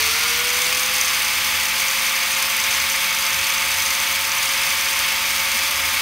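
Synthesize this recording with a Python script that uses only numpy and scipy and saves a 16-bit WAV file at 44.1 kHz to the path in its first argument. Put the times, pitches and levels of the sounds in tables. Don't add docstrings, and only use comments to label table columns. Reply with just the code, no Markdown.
import sys
import numpy as np
from scipy import signal
from scipy.fft import rfft, irfft
from scipy.io import wavfile
from scipy.ndimage import uniform_filter1d

SR = 44100
rng = np.random.default_rng(int(sys.argv[2]) if len(sys.argv) > 2 else 0)


def to_wav(s):
    ch = np.atleast_2d(s).T
    pcm = np.round(np.clip(ch, -1, 1) * 32767)
    wavfile.write(sys.argv[1], SR, pcm.astype(np.int16))


def decibels_to_gain(level_db):
    exponent = np.asarray(level_db, float) / 20
    return 10 ** exponent


N = 265349

FULL_SPEED_HZ = 548
PINION_TEETH, CROWN_TEETH = 12, 37

# centre in Hz, width in Hz, rms level in dB.
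BENCH_MODES = [(59.6, 22, -50.5), (80.7, 3.6, -60), (153, 24, -57.5)]
# centre in seconds, extra level in dB.
LEANS = [
    (.08, 9),
    (.45, 2),
    (1.6, 7),
    (2.8, 7),
    (3.7, 7),
    (4.1, 5),
    (4.9, 6),
    (5.55, 5),
    (5.9, 10),
]
# centre in seconds, pitch in Hz, peak in dB, length in seconds.
BUMPS = [
    (3.345, 150, -42, 0.023),
    (5.56, 240, -39, 0.021),
    (5.71, 590, -40, .03),
    (5.78, 592, -45, .03),
    (5.833, 276, -45, 0.032),
    (5.94, 247, -45, .025),
]
# lack in Hz, time constant in seconds.
SHORTFALL = [(103.2, .814), (4.2, .14)]
# order in cycles per disc turn, relative level in dB.
DISC_ORDERS = [(5, 0), (6, -8), (7, -6), (8, -14), (9, -7)]
# frequency in Hz, level in dB.
ROTOR_BODY = [(446, -40), (456, -41), (467, -47.5), (474, -39.5), (490, -36.5), (506, -39), (530, -49),
              (545, -45.8)]
# frequency in Hz, level in dB.
THIRD_BODY = [(1330, -47), (1362, -40), (1385, -36.5), (1465, -35), (1490, -41), (1525, -52), (1580, -54)]
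# centre in Hz, width in Hz, level in dB.
STRAIN_MODES = [(4500, 900, 0), (5700, 700, -3), (9650, 350, -7)]
# centre in seconds, peak in dB, treble share in dB.
KNOCKS = [(0.3051, -17, -13), (0.4013, -18, -12), (0.4718, -17, -14), (0.5026, -19, -22), (0.558, -19, -10),
          (0.8338, -14, -15), (0.8627, -16, -15), (1.0129, -8, -13), (1.2489, -17, -13), (1.3541, -18, -9),
          (1.4468, -19, -11), (2.096, -14, -14), (2.426, -14, -4), (2.5001, -18, -1), (2.5673, -17, -2),
          (3.5029, -17, -8), (3.7171, -17, -12), (3.785, -18, -5), (4.002, -16, -7), (4.1272, -16, -11),
          (4.2514, -19, -7), (4.2946, -19, -13), (4.4309, -15, -11), (4.812, -16, -8), (4.9312, -18, -9),
          (4.9922, -16, -3), (5.3839, -19, -13), (5.5178, -16, -15), (5.592, -17, -8), (5.7589, -17, -14)]
# first blow in seconds, disc turns between blows, number of blows, peak in dB.
RUNS = [(.62, 4, 2, -15), (.7488, 4, 3, -17), (.9535, 5, 2, -14), (1.048, 6, 2, -16), (1.6555, 5, 3, -19),
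        (1.782, 5, 3, -20), (1.8848, 5, 2, -16), (1.9995, 6, 3, -20), (2.2327, 5, 2, -19),
        (2.33, 7, 2, -18.5), (2.601, 7, 2, -14), (2.7085, 6, 2, -16), (2.9007, 6, 2, -15),
        (3.1089, 7, 7, -16.5), (3.3905, 7, 3, -18), (3.5827, 7, 2, -14.5), (3.8235, 7, 2, -15),
        (3.9068, 8, 2, -15.5), (4.3183, 6, 3, -18), (4.4588, 6, 2, -16), (4.5368, 7, 2, -17),
        (4.6665, 7, 2, -19), (5.8203, 7, 3, -20)]
# centre in Hz, width in Hz, level in dB.
KNOCK_MODES = [(6230, 520, 2), (4700, 1200, -7), (7600, 1300, -7.5), (9500, 1300, -7), (11200, 1500, -14),
               (13300, 4000, -5)]
# frequency in Hz, density in dB per Hz.
METAL_SPECTRUM = [(2000, -14), (3400, 2.5), (4200, -8.5), (5600, -3.5), (7200, -7), (9000, -2.5),
                  (10000, -3.5), (10500, -19), (11700, -7.5), (12650, -1.5), (13500, -4.5), (15800, -6)]
# centre in Hz, width in Hz, level in dB.
CASE_MODES = [(5383, 11, 8.5), (6145, 370, 1.5), (7050, 30, -6), (7580, 40, -3.5), (9410, 240, -2),
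              (12110, 83, 1)]
# centre in Hz, width in Hz, level in dB.
GUARD_MODES = [(4650, 380, -1), (5070, 330, -2)]
# frequency in Hz, density in dB per Hz.
AIR_SPECTRUM = [(40, -38), (100, -40), (300, -17), (460, -24.5), (700, -16.5), (1100, -2.5), (1600, -5.5),
                (2500, -4), (3400, -7), (5000, -8), (9000, -17)]
# centre in Hz, width in Hz, level in dB.
VENT_MODES = [(1220, 190, -11), (1780, 270, -16.5), (2220, 340, 0.5), (2225, 47, -6), (2550, 480, -7),
              (3290, 610, -11)]


def level(x, db):
    return x * decibels_to_gain(db) / np.sqrt(np.mean(x ** 2))


def ring(x, hz, width):
    return signal.lfilter(*signal.iirpeak(hz, hz / width, fs=SR), x)


def ring_twice(x, hz, width):
    return ring(ring(x, hz, width), hz, width)


def colour(x, spectrum, modes):
    hz, db = np.transpose(spectrum)
    log_hz = np.log(np.arange(1, N // 2 + 2) * SR / N)
    broad = irfft(rfft(x) * decibels_to_gain(np.interp(log_hz, np.log(hz), db)), N)
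    return broad + sum(decibels_to_gain(db) * ring(x, centre, width) for centre, width, db in modes)


def walk(rate):
    hold = int(SR / rate)
    steps = np.repeat(rng.standard_normal(N // hold + 1), hold)
    smooth = uniform_filter1d(uniform_filter1d(steps, hold), hold)[:N]
    return smooth / np.std(smooth)


def tone(turns, order, db, flutter_db, slip):
    strength = np.sqrt(2) * decibels_to_gain(db + flutter_db * walk(14))
    return strength * np.sin(2 * np.pi * order * turns + slip * walk(9))


def hum():
    t = np.arange(N) / SR
    out = sum(level(ring(rng.standard_normal(N), hz, width), db) for hz, width, db in BENCH_MODES)
    upper_db = -50.5 - 0.6 * t + walk(5.22)
    lean_s = 0.2
    lower_db = -55.5 + sum(db * np.exp(-((t - s) / lean_s) ** 2) for s, db in LEANS)
    out += tone(t * 220.2, order=1, db=upper_db, flutter_db=0.7, slip=0.25)
    return out + tone(t * 80.8, order=1, db=lower_db, flutter_db=2.5, slip=1.2)


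def bumps():
    t = np.arange(N) / SR
    out = np.zeros(N)
    for s, hz, db, length in BUMPS:
        out += decibels_to_gain(db) * np.exp(-((t - s) / length) ** 2) * np.sin(2 * np.pi * hz * t)
    return out


def room(x):
    t60_s, tail_db = 0.2, -17
    t = np.arange(int(0.4 * SR)) / SR
    tail = rng.standard_normal(len(t)) * np.exp(-np.log(1000) * t / t60_s)
    tail *= t > 0.004
    return x + decibels_to_gain(tail_db) * signal.fftconvolve(x, tail / np.sqrt(np.sum(tail ** 2)))[:N]


def shafts(rotor, disc, hz):
    t = np.arange(N) / SR
    rotor_db = np.interp(hz, *np.transpose(ROTOR_BODY))
    third_db = np.interp(3 * hz, *np.transpose(THIRD_BODY))
    disc_db = -40.7 + 40 * np.log2(hz / FULL_SPEED_HZ)
    mesh_db = -38 - 8.7 * t / 0.6
    out = tone(rotor, order=1, db=rotor_db, flutter_db=0.8, slip=0.2)
    out += tone(rotor, order=2, db=third_db - 9, flutter_db=1.5, slip=0.7)
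    out += tone(rotor, order=3, db=third_db - 0.5, flutter_db=1.5, slip=0.3)
    out += tone(rotor, order=PINION_TEETH, db=mesh_db, flutter_db=2.5, slip=0.5)
    out += tone(disc, order=1, db=-60, flutter_db=1.5, slip=0.2)
    out += tone(disc, order=3, db=-52, flutter_db=0.8, slip=0.2)
    out += tone(disc, order=4, db=-51.5, flutter_db=1, slip=0.2)
    for order, db in DISC_ORDERS:
        out += tone(disc, order=order, db=disc_db + db, flutter_db=0.2, slip=0.073)
    return out


def strain():
    fade_s = 0.45
    rub = rng.standard_normal(N) * decibels_to_gain(1.3 * walk(205))
    hiss = sum(decibels_to_gain(db) * ring_twice(rub, hz, 1.5 * width) for hz, width, db in STRAIN_MODES)
    return level(hiss, -29) * np.exp(-(np.arange(N) / SR / fade_s) ** 2)


def blows(disc):
    t = np.arange(N) / SR
    faint_count, faint_db = 24, -18.5
    rebound_share, rebound_db = 0.3, -6
    run = []
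    for start, turns, count, db in RUNS:
        first_turn = np.interp(start, t, disc)
        run += [(first_turn + turns * k, db) for k in range(count)]
    run_turn, run_db = np.transpose(run)
    s = np.r_[np.interp(run_turn, disc, t), rng.uniform(0.3, N / SR, faint_count)]
    chance = rng.standard_normal((2, len(s)))
    peak_db = np.r_[run_db, np.full(faint_count, faint_db)] + 1.2 * chance[0]
    treble_db = -13 + 2.5 * chance[1]
    first = np.c_[np.transpose(KNOCKS), [s, peak_db, treble_db]]
    s, peak_db, treble_db = first[:, rng.random(first.shape[1]) < rebound_share]
    again = np.interp(np.interp(s, t, disc) + 1, disc, t)
    return np.c_[first, [again, peak_db + rebound_db, treble_db]]


def knocks(disc):
    s, peak_db, treble_db = blows(disc)
    span = np.arange(320)
    at = np.clip((s * SR).astype(int)[:, None] + span - 150, 0, N - 1)
    out = np.zeros(N)
    for hz, width, db in KNOCK_MODES:
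        low = hz < 8000
        spread = 55 if low else 90
        flurry = rng.standard_normal((len(s), len(span))) * np.exp(-((span - 130) / spread) ** 2)
        blow = ring_twice(flurry, hz, 1.65 * width)
        blow_db = db - 1 + peak_db + (0 if low else treble_db + 8.5)
        blow *= (decibels_to_gain(blow_db) / np.abs(blow).max(axis=1))[:, None]
        np.add.at(out, at, blow)
    return out


def gears(disc, case_db, guard_db):
    once_a_turn = 1 + 0.24 * np.cos(2 * np.pi * disc) + 0.052 * np.cos(4 * np.pi * disc)
    slack_db = 0.23 * walk(70) + 1.6 * walk(250)
    teeth = rng.standard_normal(N) * decibels_to_gain(slack_db + 0.92 * walk(120))
    treble = rng.standard_normal(N) * decibels_to_gain(slack_db + 0.92 * walk(120))
    teeth = signal.sosfilt(signal.butter(6, 10600, "low", fs=SR, output="sos"), teeth * once_a_turn)
    treble = signal.sosfilt(signal.butter(6, 10600, "high", fs=SR, output="sos"), treble)
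    case = colour(teeth + treble, METAL_SPECTRUM, CASE_MODES)
    guard = sum(decibels_to_gain(db) * ring_twice(teeth, hz, 1.5 * width) for hz, width, db in GUARD_MODES)
    return level(case, 0) * decibels_to_gain(case_db) + level(guard, 0) * decibels_to_gain(guard_db)


def fan(db):
    air = rng.standard_normal(N) * decibels_to_gain(0.3 * walk(12))
    return level(colour(air, AIR_SPECTRUM, VENT_MODES), 0) * decibels_to_gain(db)


def scene():
    t = np.arange(N) / SR
    creep = 0.48
    hz = FULL_SPEED_HZ + creep * t - sum(lack * np.exp(-t / fade) for lack, fade in SHORTFALL)
    rotor = np.cumsum(hz) / SR
    disc = rotor * PINION_TEETH / CROWN_TEETH
    air_db = -22 + 0.6 * np.exp(-t / 0.41)
    case_db = -25.5 + 1.7 * np.exp(-t / 0.98)
    guard_db = -36.5 + 4 * np.exp(-t / 1.9)
    noisy = fan(air_db) + gears(disc, case_db, guard_db) + knocks(disc) + strain()
    return (room(noisy) + shafts(rotor, disc, hz) + hum() + bumps())[None]


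def low_pass(x):
    return signal.sosfilt(signal.butter(12, 16360, fs=SR, output="sos"), x)


def record(dry):
    x = signal.sosfilt(signal.butter(3, 47, "high", fs=SR, output="sos"), dry)
    x = np.tanh(1.3 * x) / 1.22
    x = signal.sosfilt(signal.ellip(16, 0.3, 100, 15730, fs=SR, output="sos"), x)
    return low_pass(x)


dry = scene()
out = record(dry)
to_wav(out)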